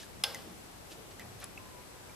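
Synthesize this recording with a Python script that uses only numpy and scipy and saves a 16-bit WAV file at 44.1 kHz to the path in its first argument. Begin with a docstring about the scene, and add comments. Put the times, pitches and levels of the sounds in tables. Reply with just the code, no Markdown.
"""In a workshop, close to a phone, a heavy brake caliper is eased against the steel tabs of a wheel carrier.
One firm knock with fast bounces rings the casting as a set of decaying modes under noise; light ticks are a
click and two short rings, scrapes are swells of tiny impacts, soft thumps are swells of low filtered noise.
The room answers with a decaying noise tail. Banded noise makes the air and low rumble, a narrow noise band
the hiss up high, and a wavering sine the faint far whine that sets in late."""
import sys
import numpy as np
from scipy import signal
from scipy.fft import rfft, irfft
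from scipy.io import wavfile
from scipy.ndimage import uniform_filter1d

SR = 44100
rng = np.random.default_rng(int(sys.argv[2]) if len(sys.argv) > 2 else 0)


def output_pcm(signal):
    """Save a mono or channel-first signal as 16-bit PCM at the path in sys.argv[1].

    Samples are clipped to [-1, 1] before scaling.
    """
    pcm = np.clip(np.atleast_2d(signal).T, -1, 1) * 32767
    wavfile.write(sys.argv[1], SR, np.round(pcm).astype(np.int16))


N = 94815


def undb(db):
    """Decibels to gain."""
    return 10 ** (np.asarray(db) / 20)


def level(x, db):
    """Scale to an RMS level in dB."""
    return x * undb(db) / np.sqrt(np.mean(x ** 2))


def band(x, hz, width_hz):
    """One resonance, gain 1 at its centre."""
    return signal.lfilter(*signal.iirpeak(hz, hz / width_hz, SR), x)


def fade(t, t60):
    """Exponential decay that falls 60 dB in t60 seconds."""
    return np.exp(-np.log(1000) * t / t60)


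def colour(table, size):
    """Gain for each bin of a spectrum from (Hz, dB) points, joined along log frequency."""
    hz, db = np.array(table).T
    freq = np.fft.rfftfreq(size, 1 / SR) + 1
    return undb(np.interp(np.log(freq), np.log(hz), db, left=-60))


def coloured_noise(table, size):
    """Noise shaped by a table of spectrum points."""
    return irfft(rfft(rng.standard_normal(size)) * colour(table, size), size)


def ring(t, hz, t60, spread, rise_cycles, count):
    """A cluster of close partials around the pitch that builds over a few cycles and dies away."""
    place = np.arange(count) - (count - 1) / 2 + 0.2 * rng.standard_normal(count)
    detune = spread * 2 * place[:, None] / count
    partials = np.sin(2 * np.pi * hz * (1 + detune) * t)
    shape = fade(t, t60) * (1 - fade(t, rise_cycles / hz))
    return partials.sum(axis=0) / np.sqrt(count) * shape


def add(out, x, start_s):
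    """Mix a sound in at its start, cut at the end of the scene."""
    i = int(start_s * SR)
    out[i:i + len(x)] += x[:N - i]


def walk(rate):
    """Random levels held 1 / rate s and slewed twice."""
    hold = int(SR / rate)
    steps = np.repeat(rng.standard_normal(N // hold + 1), hold)
    return 1.25 * uniform_filter1d(uniform_filter1d(steps, hold), hold)[:N]


def swells(table, source):
    """A bell-shaped swell of the source in each row's band, at the row's level in its middle."""
    t, out = np.arange(N) / SR, 0
    for middle_s, length_s, db, hz, width_hz in table:
        bell = np.exp(-.5 * ((t - middle_s) / (0.5 * length_s)) ** 2)
        swell = band(band(source(), hz, width_hz), hz, 2 * width_hz) * bell
        out = out + undb(db) * swell / np.sqrt(np.sum(swell ** 2) / np.sum(bell ** 2))
    return out


# Spectrum of the air and its low rumble. Each row: frequency in Hz, relative density in dB per Hz.
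AIR_SPECTRUM = [(13, -40), (45, -3), (102, -2.5), (200, -6.5), (390, -7), (826, -10), (1200, -13),
                (2120, -17), (3500, -19.5), (6000, -21.5), (9000, -24), (11000, -22), (14000, -26.5)]
AIR_DB, LEFT_AIR_DB = -50, .9  # the left is up by the second figure, the right down by it
AIR_ALIKE_HZ, STEADY_ABOVE_HZ = 120, 7500
SWELL_DB, FLICKER_DB = .3, .8  # depths in the lowest bass; they shrink towards the treble


def air():
    """Half-octave bands that swell together and flicker alone; only the bass is alike left and right."""
    out, swell = 0, walk(1.4)
    freq = np.fft.rfftfreq(N, 1 / SR) + 1
    spectrum = colour(AIR_SPECTRUM, N)
    for hz in 25 * 2 ** np.arange(0, 9.6, .5):
        share = np.cos(np.pi / 2 * np.clip(2 * np.log2(freq / hz), -1, 1))
        mid, side = irfft(rfft(rng.standard_normal((2, N))) * spectrum * share, N)
        alike = 0.58 / (1 + hz / AIR_ALIKE_HZ) - .08
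        both = np.sqrt(1 + alike) * mid + np.sqrt(1 - alike) * side * np.array([[1], [-1]])
        motion_db = (SWELL_DB * swell + FLICKER_DB * walk(8.62)) / (1 + hz / STEADY_ABOVE_HZ)
        out = out + undb(motion_db) * both
    return level(out, AIR_DB) * undb([[LEFT_AIR_DB], [-LEFT_AIR_DB]])


HISS_BAND_HZ, HISS_BAND_DB, HISS_WIDTH_HZ = 8000, -68, 100


def hiss():
    """Noise through one narrow resonance: a steady hiss high up, separate left and right."""
    return level(band(rng.standard_normal((2, N)), HISS_BAND_HZ, HISS_WIDTH_HZ), HISS_BAND_DB)


GRAINS_PER_S, GRAIN_SCATTER_DB = 4000, 3.5


def grains():
    """Dense tiny impacts of rough metal, at random times, signs and levels."""
    chance, sign, size = rng.random((3, N))
    loudness = undb(-GRAIN_SCATTER_DB * np.log(np.maximum(size, .15)))
    return (chance < GRAINS_PER_S / SR) * np.sign(sign - .5) * loudness


# Scrapes of metal on metal. 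Each row: middle in seconds, length in seconds, level in dB,
# centre in Hz, width in Hz of the narrower of two resonances.
SCRAPE_SWELLS = [(.002, 0.068, -50.5, 3960, 4970), (1.42, 0.04, -57, 4470, 6000),
                 (.915, 0.068, -57.5, 8240, 9000), (.921, 0.019, -51, 3200, 3020),
                 (1.115, 0.016, -55.5, 2500, 4000), (1.21, 0.024, -54, 1980, 1200),
                 (1.4035, 0.0043, -50.5, 11500, 3000), (1.432, 0.03, -49, 1210, 1980)]


def scrapes():
    """Rough metal sliding: grains that swell and sink in a band."""
    return swells(SCRAPE_SWELLS, grains)


ROOM_DB = -11  # before the dulling low-pass
ROOM_T60_S, ROOM_TREBLE_T60_S, ROOM_SPLIT_HZ, ROOM_DULL_HZ = 0.83, 0.19, 1030, 7340
ROOM_BUILD_S, ROOM_ALIKE = 0.021, 0.57  # time to full density; share of power common to both sides


def room(x):
    """A decaying noise tail, treble dying first, partly alike left and right."""
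    t = np.arange(SR) / SR
    noise = rng.standard_normal((3, SR))
    noise = np.sqrt(ROOM_ALIKE) * noise[0] + np.sqrt(1 - ROOM_ALIKE) * noise[1:]
    low = signal.lfilter(*signal.butter(1, ROOM_SPLIT_HZ, fs=SR), noise)
    tail = low * fade(t, ROOM_T60_S) + (noise - low) * fade(t, ROOM_TREBLE_T60_S)
    tail = tail * (1 - fade(t, ROOM_BUILD_S))
    tail = tail * undb(ROOM_DB) / np.sqrt(np.sum(tail ** 2) / 2)
    tail = signal.lfilter(*signal.butter(1, ROOM_DULL_HZ, fs=SR), tail)
    return signal.fftconvolve(x[None], tail, axes=1)[:, :N]


# Light ticks of the tabs. Each row: start in seconds, level in dB, first ring in Hz, second ring in Hz,
# second ring in dB against the first, contact click in dB before its fade and the row's level.
TAB_TICKS = [(.032, -46.5, 1700, 10500, 2.5, -8), (.3463, -36, 2014, 6150, 0, 1.5),
             (.3545, -40, 1950, 5100, -4, -6), (1.1956, -41.5, 2000, 10400, -14, 1),
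             (1.2191, -46, 1900, 3300, -18, -15), (1.4273, -57, 1540, 2300, 10, -13),
             (1.4417, -31, 10340, 7800, -9, -10), (1.4417, -43.5, 5040, 4020, -6, -14),
             (1.4448, -42, 10370, 4780, -9, -3), (1.5756, -37.5, 2605, 2190, -8, -16),
             (2.0956, -48, 2330, 10000, -3, -11)]
TICK_T60_CYCLES, TICK_T60_MIN_S, TICK_RISE_CYCLES = 64, 0.008, 18.3
TICK_SPREAD = 0.03  # share of the pitch over which the close partials scatter
TICK_CLICK_T60_S = 0.013


def tick_ring(t, hz):
    """A short ring; the higher it is, the sooner it is gone."""
    return ring(t, hz, TICK_T60_MIN_S + TICK_T60_CYCLES / hz, TICK_SPREAD, TICK_RISE_CYCLES, count=3)


def ticks():
    """A noise click of contact with two short rings of the steel."""
    out, t = np.zeros(N), np.arange(SR // 10) / SR
    for start_s, db, first_hz, second_hz, second_db, click_db in TAB_TICKS:
        click = level(band(rng.standard_normal(len(t)), 6600, 15500), click_db) * fade(t, TICK_CLICK_T60_S)
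        rings = tick_ring(t, first_hz) + undb(second_db) * tick_ring(t, second_hz)
        add(out, undb(db) * (rings + click), start_s)
    return out


# Soft thumps of the heavy part in the hands. Each row: middle in seconds, length in seconds, level in dB,
# centre in Hz, width in Hz of the narrower of two resonances.
HAND_THUMPS = [(.15, 0.095, -59, 193, 50), (.38, 0.056, -57, 190, 60), (.475, 0.038, -53.5, 336, 90),
               (.49, 0.04, -52.5, 202, 73), (.525, 0.026, -59, 319, 120), (.925, 0.02, -53, 308, 92),
               (.955, 0.013, -55, 840, 200), (.99, 0.062, -57, 432, 200), (1.22, 0.031, -54, 212, 100),
               (1.26, 0.054, -57.5, 570, 505), (1.31, 0.12, -56, 106, 49.7)]


def thumps():
    """Dull contact of a heavy part: noise that swells and sinks in a mostly low band."""
    return swells(HAND_THUMPS, lambda: rng.standard_normal(N))


# Modes of the knocked casting. 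Each row: frequency in Hz, level in dB against the blow, t60 in seconds.
CASTING_MODES = [(522, -17, 0.13), (824, -16.5, .2), (921, -15, 0.11), (1112, -14, 0.086),
                 (1578, -5.5, 0.11), (2103, -7, 0.042), (2720, -2.5, 0.022), (2970, -5, 0.019),
                 (3200, -8, 0.044), (3330, -1.5, 0.026), (3512, -4.5, 0.053), (3690, -9, 0.05),
                 (4297, -8, 0.039), (4500, -13, .07), (4820, -7, 0.047), (5150, -0.5, 0.039),
                 (5230, -21.5, 0.45), (5200, -10, 0.023), (5380, -6, 0.048), (5270, -7, 0.03),
                 (10346, 4, 0.018), (11170, -3.5, 0.0079), (13050, -2, 0.0067)]
# The knock and its bounces. Each row: start in seconds, level in dB.
KNOCK_BLOWS = [(.2374, -26.5), (.2392, -28.5), (.2422, -33), (0.246, -45)]
# The many small modes that ring on after the knock. Each row: frequency in Hz, relative density in dB per Hz.
WASH_SPECTRUM = [(210, -42), (350, -8), (535, 1), (950, -2), (1060, -3.5), (1880, -9.5), (5250, -6),
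                 (6200, -17.5), (13000, -13)]
WASH_DB, WASH_T60_S = -16.5, 0.7  # level against the blow, before the fade
CRACK_DB, CRACK_T60_S, CRACK_HZ, CRACK_WIDTH_HZ = 0, 0.025, 3300, 4200  # level likewise
MODE_SCATTER, KNOCK_RISE_CYCLES = 0.004, 7  # the first sets each mode's random detune, as a share of pitch
BOUNCE_THIN_HZ = 1500  # a bounce is too light to ring the modes below this


def knock():
    """Each blow rings the casting's modes under a short crack and a wash of small modes."""
    out, t = np.zeros(N), np.arange(SR // 2) / SR
    thin = signal.butter(2, BOUNCE_THIN_HZ, "high", fs=SR)
    for blow, (start_s, db) in enumerate(KNOCK_BLOWS):
        body = np.zeros(len(t))
        for k, (hz, mode_db, t60) in enumerate(CASTING_MODES):
            mode = ring(t, hz, t60, MODE_SCATTER, KNOCK_RISE_CYCLES, count=1)
            body += (-1) ** k * undb(mode_db) * mode  # successive rows start in opposite phase
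        if blow > 0:
            body = signal.lfilter(*thin, body)
        crack = band(rng.standard_normal(len(t)), CRACK_HZ, CRACK_WIDTH_HZ)
        crack = level(band(crack, CRACK_HZ, CRACK_WIDTH_HZ), CRACK_DB) * fade(t, CRACK_T60_S)
        wash = level(coloured_noise(WASH_SPECTRUM, len(t)), WASH_DB) * fade(t, WASH_T60_S)
        add(out, undb(db) * (body + crack + wash), start_s)
    return out


# A far whine that comes and goes. Each row: time in seconds, pitch in Hz, level in dB.
FAR_WHINE = [(1.575, 1020, -76), (1.6, 1025, -60), (1.635, 1030, -67), (1.665, 1025, -59),
             (1.72, 1030, -64), (1.76, 965, -59), (1.81, 995, -61), (1.86, 995, -70), (2.0, 985, -69)]
WHINE_WAVER = .008  # share of the pitch


def whine():
    """A sine that sets in late, slipping and wavering in pitch while its level rises and falls."""
    t = np.arange(N) / SR
    time_s, hz, db = np.array(FAR_WHINE).T
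    pitch = np.interp(t, time_s, hz) * (1 + WHINE_WAVER * walk(40))
    tone = np.sqrt(2) * np.sin(2 * np.pi * np.cumsum(pitch) / SR)
    return tone * undb(np.interp(t, time_s, db)) * (t > time_s[0])


LEFT_LAG_S = 2e-5  # the direct sound reaches the left this much later
TREBLE_TILT_DB, TREBLE_TILT_HZ = 2.5, 9500  # approximate left-over-right lift at the centre


def scene():
    """Contact sounds, direct and through the room, over the air, hiss and whine."""
    near = scrapes() + ticks() + thumps() + knock()
    lag = np.exp(-2j * np.pi * np.fft.rfftfreq(N, 1 / SR) * LEFT_LAG_S)
    late = irfft(rfft(near) * lag, N)
    left, right = np.array([late, near]) + room(near) + air() + hiss() + whine()
    lift = undb(TREBLE_TILT_DB / 2) - 1
    left = left + lift * band(left, TREBLE_TILT_HZ, TREBLE_TILT_HZ / 2)
    right = right - lift * band(right, TREBLE_TILT_HZ, TREBLE_TILT_HZ / 2)
    return np.array([left, right])


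TOP_HZ = 14200


def record(dry):
    """The phone cuts the top: a steep low-pass."""
    return signal.sosfilt(signal.ellip(10, .2, 70, TOP_HZ, fs=SR, output="sos"), dry)


dry = scene()
out = record(dry)
output_pcm(out)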